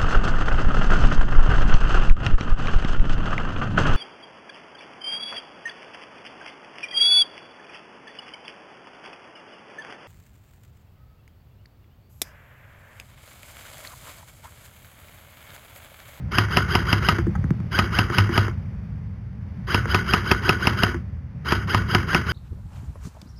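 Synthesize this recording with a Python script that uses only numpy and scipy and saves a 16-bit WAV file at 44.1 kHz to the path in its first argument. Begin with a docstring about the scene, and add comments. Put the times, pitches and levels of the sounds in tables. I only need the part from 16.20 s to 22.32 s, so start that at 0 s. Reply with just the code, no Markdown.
"""Four quick strings of hard slams and pops with whining gears: an electric airsoft rifle on a wooden deck.
The microphone is a head-worn camera's, close above the gun. In each cycle the motor whines up, the piston
slams, the barrel pops and the gears coast: swept tones, grinding noise, noise cracks and struck modes.
Clacks fall among the shots, soft bumps between the first two strings; a low rumble and a hiss lie behind.
The input overloads on the slams, and 8 kHz sampling mirrors the band into the treble."""
import sys
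import numpy as np
from scipy import signal
from scipy.fft import rfft, irfft, next_fast_len
from scipy.io import wavfile
from scipy.ndimage import map_coordinates

SR = 44100
rng = np.random.default_rng(int(sys.argv[2]) if len(sys.argv) > 2 else 0)


def generate_wav(sig):
    """Save sig (samples, or channels by samples) to the path in sys.argv[1] as 16-bit PCM at SR."""
    pcm = np.round(np.clip(np.atleast_2d(sig).T, -1, 1) * 32767).astype(np.int16)
    wavfile.write(sys.argv[1], SR, pcm)


N = 269892  # samples

# Levels in the tables are relative: each source sets its own gain on top.
# Slow level curve shared by rumble and hiss, rising as the wearer moves: [t/s, level/dB]
BACKGROUND_LEVEL = [(0.0, -30), (1.11, -25), (1.36, -28), (1.94, -27), (3.1, -34.5), (3.83, -26.5),
                    (4.59, -29), (5.06, -35), (5.56, -26), (6.12, -29)]
# Colour of the low rumble and of the faint hiss: [f/Hz, density/dB per Hz]
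RUMBLE_SPECTRUM = [(20, -37), (40, -12.5), (62, 5), (110, 2.5), (150, -4), (200, -4.5), (250, -18.5),
                   (320, -27.5), (600, -32), (1500, -81)]
HISS_SPECTRUM = [(100, -44), (400, -14), (800, -4.5), (1500, -7.5), (2100, -9), (2700, -17), (3300, -22),
                 (4000, -26.5)]
# Decay of the answer from boards and house wall: [f/Hz, t60/s]
DECK_DECAY = [(100, 0.21), (500, 0.15), (1500, 0.16), (4000, 0.045)]

# Clacks of trigger and grip: [t/s, click level/dB, knock level/dB]
CLACKS = [(.985, -16, -19.5), (1.067, -31, -20), (1.899, -17.5, -23), (2.092, -21, -19),
          (2.281, -19.5, -26.5), (3.656, -19.5, -25.5), (4.744, -23, -25.5)]
# Soft bumps against the body: [t/s, tick level/dB, thud level/dB, thud f/Hz before its sag]
BUMPS = [(1.077, -37, -15, 200), (1.155, -45, -21, 112), (1.189, -54, -11.5, 103),
         (1.2421, -17.5, -16, 160), (1.3063, -14.5, -10.5, 164), (1.403, -25.5, -21, 133)]
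# Modes of the loose fitting and of the hollow grip: [f/Hz, level/dB, t60/s]
FITTING_MODES = [(813, 0, 0.037), (1280, 0, 0.039), (1561, -6, 0.033), (1920, -8, .04)]
GRIP_MODES = [(240, -3.5, 0.18), (339.7, 0.5, 0.097), (455, 0.5, 0.034)]
# Colour of a click: [f/Hz, density/dB per Hz]
CLICK_SPECTRUM = [(200, -7), (780, -4.5), (1450, 5.5), (2100, -3), (2600, -32), (3200, -16.5), (4000, -39)]

# Every shot: [t/s of the slam, slam level/dB, low boom level/dB]
SHOTS = [(.184, -10.5, -20), (0.3704, -8, -24), (0.5519, -9.5, -23), (0.7287, -12, -22),
         (0.8871, -9.5, -28), (1.5887, -10, -23.5), (1.788, -11, -20.5), (1.9837, -10, -14.5),
         (2.1774, -9.5, -17), (3.5452, -13.5, -22.5), (3.746, -11, -21), (3.9361, -10, -37),
         (4.1141, -8, -37), (4.2925, -8.5, -29), (4.471, -9, -27), (4.6339, -8.5, -25.5),
         (5.3218, -12.5, -28), (5.5455, -12.5, -22.5), (5.7486, -9, -23), (5.947, -10, -35),
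         (6.133, -21, -22)]
# Modes of the barrel's air and of the receiver's shell: [f/Hz, level/dB, t60/s]
BARREL_MODES = [(215, -3, .04), (365, -11, .09), (730, -7, .024), (985, -2, .032), (1275, 0, .032),
                (1490, -6, .04), (1895, -12, .03), (2125, -12, .032)]
SHELL_MODES = [(1260, -3, .012), (1900, -5, .015), (2130, -6, .015), (2650, 0, .014), (2880, -1, .014),
               (3170, -7, .013)]
# Colour of the slam's crack, and of the gearbox noise and resonances: [f/Hz, density/dB per Hz]
SLAM_SPECTRUM = [(100, -49.5), (450, -10), (750, 5.5), (1250, -11), (1650, 0), (2050, -38.5), (2350, 0.5),
                 (2700, 1.5), (2950, -6), (3300, -10.5), (3600, -26), (4000, -9)]
GEARBOX_SPECTRUM = [(100, -43), (230, -14.5), (370, -1.5), (520, -15), (720, -19.5), (1000, -10),
                    (1250, -6), (1480, -2.5), (1650, -7.5), (2100, -9.5), (2260, -11.5), (2400, -23.5),
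                    (2750, -14), (3150, -10.5), (3320, -15.5), (3480, -32.5), (3800, -21)]
# Gear tones: [multiple of the shaft rate, level/dB]
GEAR_TONES = [(1, -13.5), (2, -19.5), (3, -8.5), (4, 1.5), (5, -8.5), (6, -16.5), (7, -16), (8, 3),
              (9, -18.5)]

# What the camera's coarse interpolation lets through: [f/Hz, level/dB]
IMAGE_RESPONSE = [(3900, 0), (4750, -1), (6000, -19), (7400, -34), (7750, -54), (8000, -72), (8250, -56),
                  (8600, -38), (10000, -28), (11200, -16), (12800, -18), (14400, -37), (15400, -36),
                  (15900, -70)]
SAMPLE_HZ, TOP_HZ = 8000, 16400

# Gains on the background level; the hiss swings wider in dB than the rumble
RUMBLE_DB, HISS_DB, HISS_SWING = 2, -24, 1.1
CLACK_T60_S, TICK_T60_S, TICK_KNOCK_DB = 0.028, 0.0036, -13
CLINK_S, CLINK_DB = 1.152, -23

# The motor starts PULL_S before the slam; run-up and coasting are time constants
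PULL_S, RUN_UP_S, SHAFT_HZ, COAST_S = 0.077, 0.02, 432.5, 0.2
# Grinding: level at the slam, growth as the spring is squeezed, fall while coasting
GRIND_DB, LOAD_DB_PER_S, GRIND_FALL_DB_PER_S = -26, 67.5, 73
SHAKE_DB, SHAKE_T60_S = -18, 0.055  # the slam shakes the gear train
# Whine: level, growth of overtones with speed, loss under load and the time that loss takes
WHINE_DB, BRIGHTEN, STRAIN_DB, STRAIN_S = -21.5, 0.34, 14.5, 0.031
FREE_DB, WHINE_FALL_DB_PER_S = -31, 66.5  # whine once the spring lets go
STOP_S, STOP_T60_S = 0.12, 0.26  # after the slam, the gears come to rest
SPRING_HZ, SPRING_DB, SPRING_T60_S = 1466, -22.5, 0.32  # the stopping gears damp it further
# Dull knocks: the piston slips off the gear before the slam and rebounds after it
SLIP_S, SLIP_DB, REBOUND_S, REBOUND_DB = 0.00634, -11, 0.039, -14.5


def amp(db):
    """Amplitude of a level in dB."""
    return 10 ** (np.asarray(db) / 20)


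def unit(x):
    """Scale to rms 1."""
    return x / np.sqrt(np.mean(x ** 2) + 1e-20)


def along(points, hz):
    """Read (Hz, value) points on a log frequency axis."""
    f, v = np.transpose(points)
    return np.interp(np.log(hz + 1), np.log(f + 1), v)


def filtered(x, response):
    """Multiply the spectrum of x by a function of frequency."""
    m = next_fast_len(len(x) + 8192)
    spectrum = rfft(x, m) * response(np.fft.rfftfreq(m, 1 / SR))
    return irfft(spectrum, m)[:len(x)]


def noise(spectrum, size):
    """Steady coloured noise of rms 1."""
    return unit(filtered(rng.standard_normal(size), lambda hz: amp(along(spectrum, hz))))


def wobble(size, rate):
    """A smooth random curve of rms about 1, with rate knots a second."""
    knots = rng.standard_normal(int(size * rate / SR) + 4)
    return map_coordinates(knots, [np.arange(size) * rate / SR])


def fade(t, attack, t60):
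    """A blow's envelope: silent before t = 0, a quick rise, an even decay."""
    t = np.maximum(t, 0)
    return (1 - np.exp(-t / attack)) * amp(-60 * t / t60)


def burst(spectrum, t, attack, t60):
    """A crack of noise: the phases of a decaying random blow under a fixed colour and energy."""
    envelope = fade(t, attack, t60)
    size = next_fast_len(len(t))
    phase = np.angle(rfft(rng.standard_normal(len(t)) * envelope, size))
    colour = amp(along(spectrum, np.fft.rfftfreq(size, 1 / SR)))
    crack = irfft(colour * np.exp(1j * phase), size)[:len(t)]
    # a loose second envelope keeps silence ahead of the blow
    crack = crack * fade(t, attack / 2, 10 * t60)
    return unit(crack) * np.sqrt(np.mean(envelope ** 2))


def ring(modes, t, attack, scatter_db):
    """Struck modes of alternating sign, at slightly new strengths and pitches each time."""
    total = np.zeros(len(t))
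    for k, (hz, db, t60) in enumerate(modes):
        strength = (-1) ** k * amp(db + scatter_db * rng.normal())
        pitch = hz * (1 + 0.0083 * rng.normal())
        total += strength * fade(t, attack, t60) * np.sin(2 * np.pi * pitch * t)
    return total


def add(track, s, sound):
    """Mix a sound into the track from s seconds on."""
    start = max(round(s * SR), 0)
    room = track[start:start + len(sound)]
    room += sound[:len(room)]


def background():
    """One slow level curve, rising as the wearer moves, drives a low rumble and a faint hiss."""
    knot_s, knot_db = np.transpose(BACKGROUND_LEVEL)
    level_db = np.interp(np.arange(N) / SR, knot_s, knot_db)
    hiss_db = level_db.mean() + HISS_SWING * (level_db - level_db.mean()) + HISS_DB
    rumble = amp(level_db + RUMBLE_DB) * noise(RUMBLE_SPECTRUM, N)
    return rumble + amp(hiss_db) * noise(HISS_SPECTRUM, N)


def deck(x):
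    """Boards and house wall answer after 1/140 s with a short diffuse tail, its decay set by frequency."""
    hz, t, cells = signal.stft(rng.standard_normal(SR // 3), SR, nperseg=256)
    decay = amp(-60 * t / along(DECK_DECAY, hz)[:, None])
    tail = signal.istft(cells * decay, SR, nperseg=256)[1]
    delayed = np.pad(x, (SR // 140, 0))
    return signal.fftconvolve(delayed, tail / np.linalg.norm(tail))[:N]


def clack(t, click_db, knock_db):
    """Trigger and grip: a noise click over a hollow knock of the grip's modes."""
    click = amp(click_db - 2.5) * burst(CLICK_SPECTRUM, t, 0.00017, CLACK_T60_S)
    return click + amp(knock_db + 1.5) * ring(GRIP_MODES, t, 0.0051, scatter_db=4)


def bump(t, tick_db, thud_db, thud_hz):
    """Gun against body: a tick and a soft thud sagging from 1.6 towards 0.4 times its pitch."""
    tick = burst(CLICK_SPECTRUM, t, 0.00025, TICK_T60_S)
    tick = tick + amp(TICK_KNOCK_DB) * ring(GRIP_MODES, t, 0.0019, scatter_db=2.5)
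    swell = fade(t, 0.014, 0.085) ** 2  # squared: a softer rise, a decay twice as fast
    sag = np.cumsum(0.4 + 1.2 * np.exp(-t / 0.013)) / SR
    thud = swell / swell.max() * np.sin(2 * np.pi * thud_hz * sag)
    return amp(tick_db) * tick + amp(thud_db) * thud


def clink(t):
    """A loose fitting on the gun: its ringing modes with a noise click."""
    click = amp(-4) * burst(CLICK_SPECTRUM, t, 0.001, CLACK_T60_S)
    return amp(CLINK_DB) * (ring(FITTING_MODES, t, 0.002, scatter_db=1) + click)


def handling():
    """Place the clacks, the bumps and the one clink."""
    track, t = np.zeros(N), np.arange(SR // 4) / SR
    for s, *levels in CLACKS:
        add(track, s, clack(t, *levels))
    for s, *settings in BUMPS:
        add(track, s, bump(t, *settings))
    add(track, CLINK_S, clink(t))
    return track


def gearbox(t):
    """The motor runs up against the spring and coasts after the slam (t = 0); its gears whine and grind."""
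    driven = np.maximum(t + PULL_S + 0.002 * rng.normal(), 0)
    coasting = np.maximum(t, 0)
    speed = (1 - np.exp(-driven / RUN_UP_S)) * np.exp(-coasting / COAST_S)
    shaft_hz = SHAFT_HZ * (1 + 0.009 * rng.normal()) * speed
    turning = (1 - np.exp(-driven / 0.0029)) * amp(-60 * np.maximum(t - STOP_S, 0) / STOP_T60_S)

    # the spring keeps the teeth pressed together; once it lets go they chatter
    unsteady = np.where(t < 0, 0.005, 0.045)
    turns = np.cumsum(shaft_hz * (1 + unsteady * wobble(len(t), rate=540))) / SR

    # worn teeth make every tone waver in strength; higher tones need more speed
    tones = np.zeros(len(t))
    for k, db in GEAR_TONES:
        strength = amp(db + 2.36 * wobble(len(t), rate=150)) * speed ** (BRIGHTEN * k)
        tones += strength * np.sin(2 * np.pi * (k * turns + rng.random()))
    strain = np.clip(1 + t / STRAIN_S, 0, 1)
    loaded = amp(WHINE_DB - STRAIN_DB * strain)
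    free = amp(FREE_DB - WHINE_FALL_DB_PER_S * coasting)
    # each tone swells as it sweeps through a resonance of the shell
    whine = filtered(tones * np.where(t < 0, loaded, free), lambda hz: amp(along(GEARBOX_SPECTRUM, hz)))

    # the grinding comes in small lumps and pulses once a turn
    lumps = amp(2.0 * wobble(len(t), rate=135.8)) * (1 + 0.25 * np.sin(2 * np.pi * turns))
    load_db = GRIND_DB + LOAD_DB_PER_S * np.minimum(t, 0) - GRIND_FALL_DB_PER_S * coasting
    grind_level = amp(load_db) + amp(SHAKE_DB) * fade(t, 0.0018, SHAKE_T60_S)
    grinding = np.sqrt(speed) * grind_level * lumps * noise(GEARBOX_SPECTRUM, len(t))

    # the slack spring sings on at one pitch
    spring_level = amp(SPRING_DB) * fade(t, 0.01, SPRING_T60_S) * wobble(len(t), rate=90)
    spring = spring_level * np.sin(2 * np.pi * SPRING_HZ * t)
    gears = turning * (grinding + whine + spring)

    # unloaded, slowing teeth meet softly and lose their treble
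    soft = filtered(gears, lambda hz: 1 / (1 + (hz / 2900) ** 10))
    slack = np.interp(t, [0.035, 0.09], [0, 0.75])
    return (1 - slack) * gears + slack * soft


def knocks(t):
    """The piston knocks the grip's modes as it slips off the gear and again as it rebounds."""
    slip = amp(SLIP_DB) * ring(GRIP_MODES, t + SLIP_S, 0.00079, scatter_db=3)
    slip = slip * fade(t + SLIP_S, 0.0005, 0.017)
    rebound_t = t - REBOUND_S - 0.002 * rng.normal()
    return slip + amp(REBOUND_DB) * ring(GRIP_MODES, rebound_t, 0.0076, scatter_db=1)


def kick(t):
    """The slam shoves the whole gun: one short, low push."""
    return amp(5.5) * fade(t - 0.003, 0.00037, 0.027) * np.sin(2 * np.pi * 170 * (t - 0.003))


def boom(t):
    """The recoil leaves a low note ringing in the gun and its holder."""
    hz = 101 * (1 + 0.013 * rng.normal())
    note = fade(t - 0.004, 0.0073, 0.3) * np.sin(2 * np.pi * hz * (t - 0.002))
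    # so small a body radiates no deep bass
    highpass = signal.butter(2, 45, "high", fs=SR, output="sos")
    return amp(9.5) * signal.sosfilt(highpass, note)


def piston(t):
    """The piston slips off the gear and slams home, air pops from the muzzle; a click follows at about 34 ms."""
    release = amp(-8) * burst(CLICK_SPECTRUM, t + 0.0082 + 0.004 * rng.normal(), 0.0005, 0.033)
    crack = amp(5.5) * burst(SLAM_SPECTRUM, t + 0.00055, 0.00042, 0.016)
    shell = ring(SHELL_MODES, t + 0.00042, 0.00019, scatter_db=-1.5)
    pop = amp(1.5) * ring(BARREL_MODES, t - 0.0022, 0.0007, scatter_db=2.5)
    click_level = amp(-10 + 2 * rng.normal())
    late_click = click_level * burst(CLICK_SPECTRUM, t - 0.034 - 0.001 * rng.normal(), 0.0005, 0.02)
    return release + crack + shell + pop + late_click


def rifle():
    """One cycle for each shot; the last is cut off after the motor's run-up."""
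    track, t = np.zeros(N), np.arange(-SR // 10, SR // 3) / SR
    for s, slam_db, boom_db in SHOTS:
        slam = amp(slam_db) * (piston(t) + kick(t) + knocks(t))
        add(track, s + t[0], slam + amp(boom_db) * boom(t) + gearbox(t))
    return track


def scene():
    """The gun close by, its answer from the deck, and the background."""
    gun = rifle() + handling()
    answer = amp(-22) * deck(gun)
    return (gun + answer + background())[None]


def record(dry):
    """The input overloads softly; sampling then mirrors the band below 4 kHz around 8 and 16 kHz."""
    t = np.arange(N) / SR
    ceiling = amp(-3)
    rounded = dry[0] / (1 + np.abs(dry[0] / ceiling) ** 4) ** (1 / 4)

    def input_band(hz):
        """A steep edge below half the sampling rate and a gentle loss of bass around 30 Hz."""
        return np.clip((SAMPLE_HZ / 2 - hz) / 100, 0, 1) * hz ** 2 / (hz ** 2 + 30 ** 2)

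    band = filtered(rounded, input_band)
    # the first terms of a sampling comb make the mirror images
    comb = 1 + 2 * np.cos(2 * np.pi * SAMPLE_HZ * t) + 2 * np.cos(2 * np.pi * 2 * SAMPLE_HZ * t)
    return filtered(band * comb, lambda hz: amp(along(IMAGE_RESPONSE, hz)) * (hz < TOP_HZ))[None]


dry = scene()
out = record(dry)
generate_wav(out)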